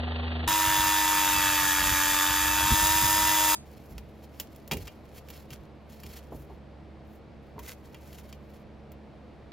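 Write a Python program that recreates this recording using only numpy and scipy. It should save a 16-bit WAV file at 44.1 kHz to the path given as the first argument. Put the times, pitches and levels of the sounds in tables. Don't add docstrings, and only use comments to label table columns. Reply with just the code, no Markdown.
import sys
import numpy as np
from scipy import signal
from scipy.fft import rfft, irfft
from scipy.io import wavfile
from scipy.ndimage import uniform_filter1d

SR = 44100
rng = np.random.default_rng(int(sys.argv[2]) if len(sys.argv) > 2 else 0)


def bounce(signal):
    frames = np.transpose(np.atleast_2d(signal))
    limited = np.clip(frames, -1, 1)
    pcm = np.round(limited * 32767).astype(np.int16)
    wavfile.write(sys.argv[1], SR, pcm)


N = 419832
TIME = np.arange(N) / SR
FREQ = np.maximum(np.arange(N // 2 + 1) * SR / N, 1)
LEFT_RIGHT = np.array([[1], [-1]])

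FAST_START_S, FAST_END_S = .476, 3.549
CAGE = .308

# time in seconds, speed in Hz.
SPEED = [(.476, 318.7), (.75, 313.6), (1.2, 307.9), (1.7, 298.7), (2.0, 296), (2.45, 302.1), (2.95, 315.1),
         (3.3, 314.4), (3.55, 309.5)]
# frequency in Hz, level in dB per Hz.
GRIND = [(40, -104), (250, -89.5), (450, -78.5), (800, -73.5), (1100, -66.5), (2200, -72.5), (4250, -75.5),
         (5500, -72), (7500, -65.5), (12000, -71.5), (15000, -70.5), (16000, -94.5)]
# centre in Hz, width in Hz, lift in dB.
HOUSING = [(1300, 430, 2.5), (1730, 140, 7), (2520, 270, 2), (3504, 920, 8), (4885, 420, 5), (6300, 250, 4)]


def undb(db):
    return 10 ** (np.asarray(db) / 20)


def unit(x):
    return x / np.sqrt(np.mean(x ** 2))


def bumps(hz, peaks):
    return sum(lift / (1 + (2 * (hz - centre) / width) ** 4) for centre, width, lift in peaks)


def shape(hz, points, peaks=()):
    f, db = np.transpose(points)
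    return np.interp(np.log(hz), np.log(f), db) + bumps(hz, peaks)


def through(x, gain):
    return irfft(rfft(x) * gain, N)


def colour(x, points, peaks=()):
    return through(x, undb(shape(FREQ, points, peaks))) * np.sqrt(SR / 2)


def butter(x, hz, kind, order=2):
    edges = np.clip(hz, 10, .45 * SR)
    return signal.sosfilt(signal.butter(order, edges, kind, fs=SR, output="sos"), x)


def white():
    return rng.standard_normal(N)


def walk(rate):
    k = max(int(SR / rate), 2)
    steps = np.repeat(rng.standard_normal(N // k + 1), k)
    return unit(uniform_filter1d(uniform_filter1d(steps, k), k)[:N])


def grains(rate, spread_db):
    struck = rng.random(N) < rate / SR
    size = undb(spread_db * np.minimum(rng.exponential(size=N), 5))
    return unit(white() * struck * size)


def between(start, end):
    return np.clip(np.minimum(TIME - start, end - TIME) / .002 + .5, 0, 1)


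def swell(s, half_s):
    return np.exp(-((TIME - s) / half_s) ** 2)


def strokes_power(rows):
    return sum(undb(db) ** 2 * swell(s, half_s) for s, half_s, db in rows)


def bites(turn, sharpness):
    return unit(np.exp(sharpness * np.cos(turn)))


def fade(t, t60):
    return np.exp(-np.log(1000) * t / max(t60, .003))


def excerpt(noise, length):
    i = rng.integers(0, N - length)
    return noise[i:i + length]


def add(out, s, sound):
    i = int(s * SR)
    out[i:i + len(sound)] += sound[:N - i]


def ports(x, phase, diffuse_db, band_db, tail_t60=0.21):
    lead = np.interp(FREQ, *np.transpose(phase))
    direct = through(x, np.exp(.5j * lead * LEFT_RIGHT))
    tail = rng.standard_normal(SR // 2) * fade(TIME[:SR // 2], tail_t60)
    diffuse = signal.fftconvolve(x, tail / np.linalg.norm(tail))[:N]
    extra_band = butter(diffuse, [2400, 12500], "band")
    unlike = undb(diffuse_db) * diffuse + undb(band_db) * extra_band
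    return direct + unlike * LEFT_RIGHT


def workshop(side_db):
    # frequency in Hz, level in dB per Hz.
    room_noise = [(25, -88), (50, -80), (68, -79), (90, -75), (200, -78.5), (380, -81.5), (600, -82),
                  (1000, -91.5), (1600, -97.5), (2350, -99), (3000, -104), (4500, -108), (6500, -119),
                  (15000, -133)]
    # frequency in Hz, level in dB rms.
    hum_lines = [(70.7, -54), (142, -62), (213, -60), (321, -63), (463, -69.5)]
    hum = 0
    for hz, db in hum_lines:
        level = np.sqrt(2) * undb(db + 2.0 * walk(4.3))
        hum = hum + level * np.sin(2 * np.pi * hz * TIME + .5 * walk(6.4))
    mid = colour(white(), room_noise) * undb(0.11 * walk(3.4)) + hum
    side = colour(white(), room_noise) * undb(side_db)
    return (mid + side * LEFT_RIGHT) * between(FAST_END_S, 99)


def rubbing():
    # time in seconds, half length in seconds, level in dB.
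    scrape_strokes = [(4.245, .012, -94), (4.807, 0.054, -87.5), (5.176, 0.023, -84.5),
                      (5.53, 0.022, -86.5), (5.94, 0.032, -93), (6.055, 0.021, -87.5),
                      (6.131, 0.025, -86.5), (6.17, 0.018, -86)]
    # time in seconds, half length in seconds, level in dB.
    drag_strokes = [(7.663, .035, -87.5), (7.707, 0.023, -81.5), (8.076, 0.074, -96), (8.198, 0.0095, -88)]
    # time in seconds, level in dB.
    grip_shifts = [(3.9, -95), (6.385, -91.5), (7.124, -102)]
    # start in seconds, end in seconds, level in dB.
    handling = [(3.582, 6.53, -103.5), (7.46, 8.58, -102)]
    # frequency in Hz, relative level in dB.
    scrape_colour = [(200, -24.5), (1200, -8.5), (2600, -5), (4500, -9.5), (7000, -10.5), (10000, -10),
                     (16000, -39)]
    # frequency in Hz, relative level in dB.
    rustle_colour = [(500, -29), (3000, -15.5), (7000, -9), (13000, -6), (16000, -10)]
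    # centre in Hz, width in Hz, lift in dB.
    scratch_rings = [(3180, 160, 4.5), (4200, 119.5, 7.5), (4630, 100, 6.5), (5350, 130, 6.5),
                     (7050, 260, -1)]
    # centre in Hz, width in Hz, lift in dB.
    shank_rings = [(1520, 98, 8), (2070, 100, 10), (5160, 120, -1), (6650, 120, 5)]
    grip_half_s, handling_fade_s = 0.037, 0.11
    stroke_rustle_db, fidget_rustle_db = -2.5, -3

    busy = sum(undb(db) ** 2 * between(start, end) for start, end, db in handling)
    busy = np.abs(uniform_filter1d(busy, int(handling_fade_s * SR)))
    fidget = busy * undb(5.0 * walk(12)) ** 2
    strokes, drags = strokes_power(scrape_strokes), strokes_power(drag_strokes)
    grips = strokes_power([(s, grip_half_s, db) for s, db in grip_shifts])
    rustle = grips + (strokes + drags) * undb(stroke_rustle_db) ** 2 + fidget * undb(fidget_rustle_db) ** 2

    plastic_slips = unit(grains(rate=1500, spread_db=4.0) + 1.2 * white())
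    steel_slips = unit(grains(rate=1600, spread_db=4.0) + 0.88 * white())
    crinkles = unit(grains(rate=3200, spread_db=3.5) + 2.1 * white())
    catching = undb(3 * walk(110))
    plastic = colour(plastic_slips * catching * np.sqrt(strokes + fidget), scrape_colour, scratch_rings)
    steel = colour(steel_slips * catching * np.sqrt(drags), scrape_colour, shank_rings)
    gloves = catching * np.sqrt(rustle) * colour(crinkles, rustle_colour)
    return plastic + steel + gloves


def screwdriver():
    # time in seconds, level in dB.
    rattles = [(7.581, -42.5), (7.594, -47)]
    # frequency in Hz, relative level in dB, t60 in seconds.
    handle_modes = [(950, 3.5, 0.058), (1055, 1, 0.057), (2050, -13, 0.067)]
    out, t = np.zeros(N), TIME[:SR // 2]
    for s, db in rattles:
        for hz, mode_db, t60 in handle_modes:
            tone = np.sin(2 * np.pi * hz * rng.normal(1, 0.025) * t)
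            add(out, s, undb(db + mode_db) * fade(t, t60) * tone)
    return out


def knocks():
    # time in seconds, relative strength in dB, contact cut-off in Hz.
    bench_knocks = [(3.905, -29, 160), (4.399, -49, 1500), (4.714, -22, 1500), (4.745, -28, 252),
                    (5.51, -31, 220), (6.039, -39, 300), (6.32, -31, 1400), (6.497, -36.5, 1505),
                    (7.56, -32.5, 395)]
    # frequency in Hz, relative level in dB, t60 in seconds.
    bench_modes = [(66, -0.5, 0.47), (138.6, -6, 0.38), (208, -4, 0.21), (326, -10, 0.32),
                   (406, -5.5, 0.33), (556, -12, 0.068), (780, -4, 0.14), (1120, -24, 0.052)]
    blow_db = -8
    out, t = np.zeros(N), TIME[:SR // 2]
    for hz, mode_db, t60 in bench_modes:
        band = unit(butter(white(), [hz * 0.82, hz * 1.22], "band"))
        envelope = fade(t, t60) * (1 - np.exp(-t * hz))
        for s, db, soft_hz in bench_knocks:
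            force = undb(db + mode_db + blow_db) / np.sqrt(1 + (hz / soft_hz) ** 4)
            add(out, s, force * excerpt(band, len(t)) * envelope)
    return out


def clicks():
    # time in seconds, relative strength in dB, treble gain in dB, ring against crack in dB.
    snaps = [(3.9807, -29.5, -5, -20), (4.399, -16.5, 8, -19), (4.561, -40, 12, -14),
             (4.6772, -33, 22, -26), (4.7125, -18, -18, -6), (4.719, -16.5, -8, -10),
             (4.733, -20.5, -3, -16), (4.77, -27.5, 2, -12), (4.8723, -34.5, -15, -11),
             (4.878, -30.5, -14, -8), (5.286, -35.5, 0, -13), (5.3025, -31, 7, -12), (5.505, -32.5, 0, -6),
             (6.001, -38, 11, -18), (6.0348, -33, 1, -6), (7.5917, -31.5, -3, -19), (7.945, -36, -19, -9),
             (8.129, -40, -1, -15), (8.327, -34.5, -22, -14), (8.919, -39.5, 19, -20)]
    # frequency in Hz, relative level in dB, longest t60 in seconds.
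    plastic_modes = [(1230, -15, .075), (1930, -7, 0.056), (2380, 0, 0.074), (2690, 2.5, 0.027),
                     (2830, -3.5, .13), (3180, -3, 0.093), (4610, -8.5, .066), (4870, -8, 0.06),
                     (6939, -25, .06)]
    # frequency in Hz, relative level in dB.
    crack_colour = [(100, 2), (700, 0), (1500, -6.5), (2800, 1.5), (4300, -6.5), (7000, -3.5),
                    (10000, -5.5), (15000, -2.5)]
    # centre in Hz, width in Hz, lift in dB.
    hollow_parts = [(1980, 380, 3), (2680, 500, 0), (4300, 300, 2), (5380, 300, 2)]
    ref_t60_s, ref_db, doubling_db = 0.061, -27, 26
    tail_db, strike_db = -10, -10

    out, t = np.zeros(N), TIME[:SR // 3]
    noise = unit(colour(white(), crack_colour, hollow_parts))
    for s, db, treble_db, ring_db in snaps:
        t60 = ref_t60_s * 2 ** ((db - ref_db) / doubling_db)
        crack_fade = fade(t, 0.39 * t60) + undb(tail_db) * fade(t, t60 * 1.4)
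        snap = excerpt(noise, len(t)) * crack_fade
        for hz, mode_db, decay in plastic_modes:
            tone = np.sin(2 * np.pi * hz * rng.normal(1, 0.011) * t)
            snap = snap + undb(mode_db + ring_db) * fade(t, min(decay, 2 * t60)) * tone
        dull = butter(snap, 6800, "low", order=1)
        snap = dull + undb(treble_db) * (snap - dull)
        onset_rms = np.sqrt(np.mean(snap[:SR // 300] ** 2))
        add(out, s, undb(db + strike_db) * snap / onset_rms)
    return out


def slow_tool():
    order_levels = [-32.5, -55, -40.5, -61, -55, -68]
    # frequency in Hz, level in dB per Hz.
    scuff_colour = [(30, -74.5), (150, -70), (400, -71), (800, -68), (1150, -76), (2200, -76.5),
                    (2800, -74), (3400, -77), (4650, -84.5), (5000, -128), (16000, -140)]
    slow_hz = 81
    turn = 2 * np.pi * np.cumsum(slow_hz * (1 + 0.0012 * walk(12.0))) / SR
    hum = 0
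    for k, db in enumerate(order_levels, 1):
        hum = hum + undb(db) * np.sqrt(2) * np.sin(k * turn + rng.uniform(0, 2 * np.pi))
    rim = white()[:int(SR / slow_hz)]
    same_grit = rim[(turn / (2 * np.pi) % 1 * len(rim)).astype(int)]
    grit = grains(rate=8300, spread_db=-1.0) + 0.78 * same_grit
    scuff = unit(grit * (1 + 0.12 * np.cos(turn)) * bites(CAGE * turn, .4))
    return (hum + colour(scuff, scuff_colour)) * between(-1, FAST_START_S)


def cooling_air():
    # time in seconds, half length in seconds, level in dB.
    gusts = [(0.495, .008, -40), (.685, 0.013, -34.5), (0.797, 0.011, -33.5), (.86, 0.028, -42.5),
             (1.382, .016, -37.5), (1.82, .018, -36.5), (1.875, .012, -34), (1.924, 0.012, -30),
             (2.31, 0.016, -36.5), (2.507, 0.081, -40.5), (2.643, 0.02, -34), (2.727, 0.011, -20),
             (2.835, .018, -31), (2.91, .014, -35.5), (2.962, 0.0082, -30), (3.043, 0.018, -31),
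             (3.24, 0.018, -37)]
    # frequency in Hz, relative level in dB.
    puff_colour = [(20, -45), (45, -0.5), (65, 4.5), (110, -3.5), (170, -13), (300, -18.5), (700, -49),
                   (2000, -69)]
    draught_db = -44 + 2.0 * walk(22)
    power = undb(draught_db) ** 2 + strokes_power(gusts)
    eddies = colour(white(), puff_colour)
    return eddies * np.sqrt(power / uniform_filter1d(eddies ** 2, int(.025 * SR)))


def motor_tones(turn, rocking, fan_db, grind_db, hiss_db, load):
    # line in dB, lower sideband in dB, upper sideband in dB.
    orders = [(-41, -78, -72), (-52, -59, -62), (-31.5, -46, -53), (-44, -49.5, -53.5), (-47.5, -52, -50),
              (-50.5, -42, -53), (-56, -53, -56.5), (-46, -62, -54), (-50.5, -54.5, -51), (-54, -51.5, -60),
              (-44.5, -56, -52.5), (-46.5, -50, -51.5)]
    # multiple of the shaft rate, level in dB rms before shimmer.
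    bearings = [(3.37, -47), (4.13, -48), (4.22, -48), (4.42, -57), (4.8, -51), (5.59, -47), (6.35, -44),
                (7.12, -56), (7.48, -47.5), (7.88, -53.5), (8.66, -44.5), (8.87, -63), (10.5, -52.5),
                (11.25, -53)]
    # centre in Hz, width in Hz, lift in dB.
    shell = [(1798, 45, 3.5), (1880, 49, 3), (2637, 60, 5.5), (5260, 69, -4.5)]
    slip, shimmer_db = .6, 2.5
    chatter_pitch_db = 5.5
    upper_db, commutator_db = 18.0, 6

    span = slice(int(FAST_START_S * SR) - 100, int(FAST_END_S * SR) + 100)
    turn, load = turn[span], load[span]
    fan, grind, hiss = undb(fan_db[span]), undb(grind_db[span]), undb(hiss_db[span])
    cage = np.exp(1j * rocking[span])
    chance = walk(22)

    def line(phase, gain, unrest):
        level, wander = excerpt(chance, len(turn)), excerpt(chance, len(turn))
        wave = np.exp(1j * (phase + unrest * slip * wander + rng.uniform(0, 2 * np.pi)))
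        return np.sqrt(2) * undb(unrest * shimmer_db * level) * np.imag(gain * wave)

    drives = {1: 1, 2: hiss ** 2, 3: fan, 6: undb(chatter_pitch_db * load ** 2)}
    tones = 0
    for k, (db, lower_side_db, upper_side_db) in enumerate(orders, 1):
        throb = undb(db) + undb(lower_side_db) / cage + undb(upper_side_db) * cage
        tones = tones + drives.get(k, grind) * line(k * turn, throb, unrest=.15 if k in (1, 3) else 1)
    for multiple, db in bearings:
        tones = tones + line(multiple * turn, undb(db), unrest=.9)
    mean_hz = np.mean(SPEED, axis=0)[1]
    for k in range(len(orders) + 1, 51):
        db = shape(k * mean_hz, GRIND, HOUSING) + upper_db + commutator_db * (k % 16 == 0)
        tones = tones + hiss * line(k * turn, undb(db), unrest=.8)
    out = np.zeros(N)
    out[span] = tones
    return through(out, undb(bumps(FREQ, shell)))


def fast_tool():
    # centre in Hz, width in Hz, lift in dB.
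    vent = [(945.6, 69, 8)]
    # centre in Hz, width in Hz, level in dB rms at full load.
    chatter_modes = [(1810, 290, -44), (3640, 250, -48.5)]
    hz = np.interp(TIME, *np.transpose(SPEED))
    fan_db = -5.5 + bumps(3 * hz, vent)
    ease_s, ease_length_s = 2.72, .2
    easing = [ease_s - ease_length_s / 2, ease_s + ease_length_s / 2]
    grind_db = np.interp(TIME, easing, [0.5, -0.5])
    hiss_db = np.interp(TIME, easing, [0.04, 2.6])

    turn = 2 * np.pi * np.cumsum(hz * (1 + 0.00029 * walk(25))) / SR
    grit = unit(grains(rate=4500, spread_db=1.14) + 1.08 * white()) * (1 + 0.13 * np.cos(turn))
    noise = colour(grit, GRIND, HOUSING)
    low, body = (through(noise, 1 / (1 + (FREQ / edge_hz) ** 4)) for edge_hz in (2200, 4500))
    rasp = low * undb(1.1 * walk(70)) + (body - low) * undb(1.1 * walk(65))
    load = (hz.max() - hz) / np.ptp(hz)
    chatter = 0
    for centre, width, db in chatter_modes:
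        band = butter(white(), [centre - width / 2, centre + width / 2], "band")
        chatter = chatter + load ** 2 * undb(db) * unit(band)
    rocking = CAGE * turn + 0.28 * walk(18)
    biting = rasp * bites(rocking, .55) + chatter * bites(rocking, 2.2)
    hiss = (noise - body) * undb(hiss_db + .5 * walk(23.25))
    grinding = biting * undb(grind_db) + hiss
    tones = motor_tones(turn, rocking, fan_db, grind_db, hiss_db, load)
    return (grinding + tones + cooling_air()) * between(FAST_START_S, FAST_END_S)


def scene():
    # frequency in Hz, radians.
    port_phase = [(0, 0), (2240, 0), (3270, .6), (4480, 0), (5000, .7), (5430, -.1), (5770, -1.6),
                  (6890, -.6), (7490, -2.2), (8010, -2.3), (8700, -3.14), (9300, -3.7), (13200, -6.28),
                  (16000, -6.3)]
    # frequency in Hz, radians.
    slow_port_phase = [(0, 0), (900, .6), (1300, .5), (1450, -1.3), (1800, -1.1), (2180, -3.14),
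                       (3400, -6.28), (3800, -6.28), (4800, -9.4)]
    # frequency in Hz, left minus right in dB.
    bass_balance = [(100, -1.5), (380, -1.3), (700, 0)]
    handled = clicks() + knocks() + screwdriver() + rubbing()
    hands = ports(handled, port_phase, diffuse_db=-19.5, band_db=-21.5) + workshop(side_db=-8.5)
    hands = through(hands, undb(shape(FREQ, bass_balance) * LEFT_RIGHT / 2))
    slow = ports(slow_tool(), slow_port_phase, diffuse_db=-15, band_db=-26)
    fast = ports(fast_tool(), port_phase, diffuse_db=-19.5, band_db=-23.5)
    return slow + fast + hands


def record(dry):
    return signal.sosfilt(signal.ellip(10, .2, 80, 15800, fs=SR, output="sos"), dry)


dry = scene()
out = record(dry)
bounce(out)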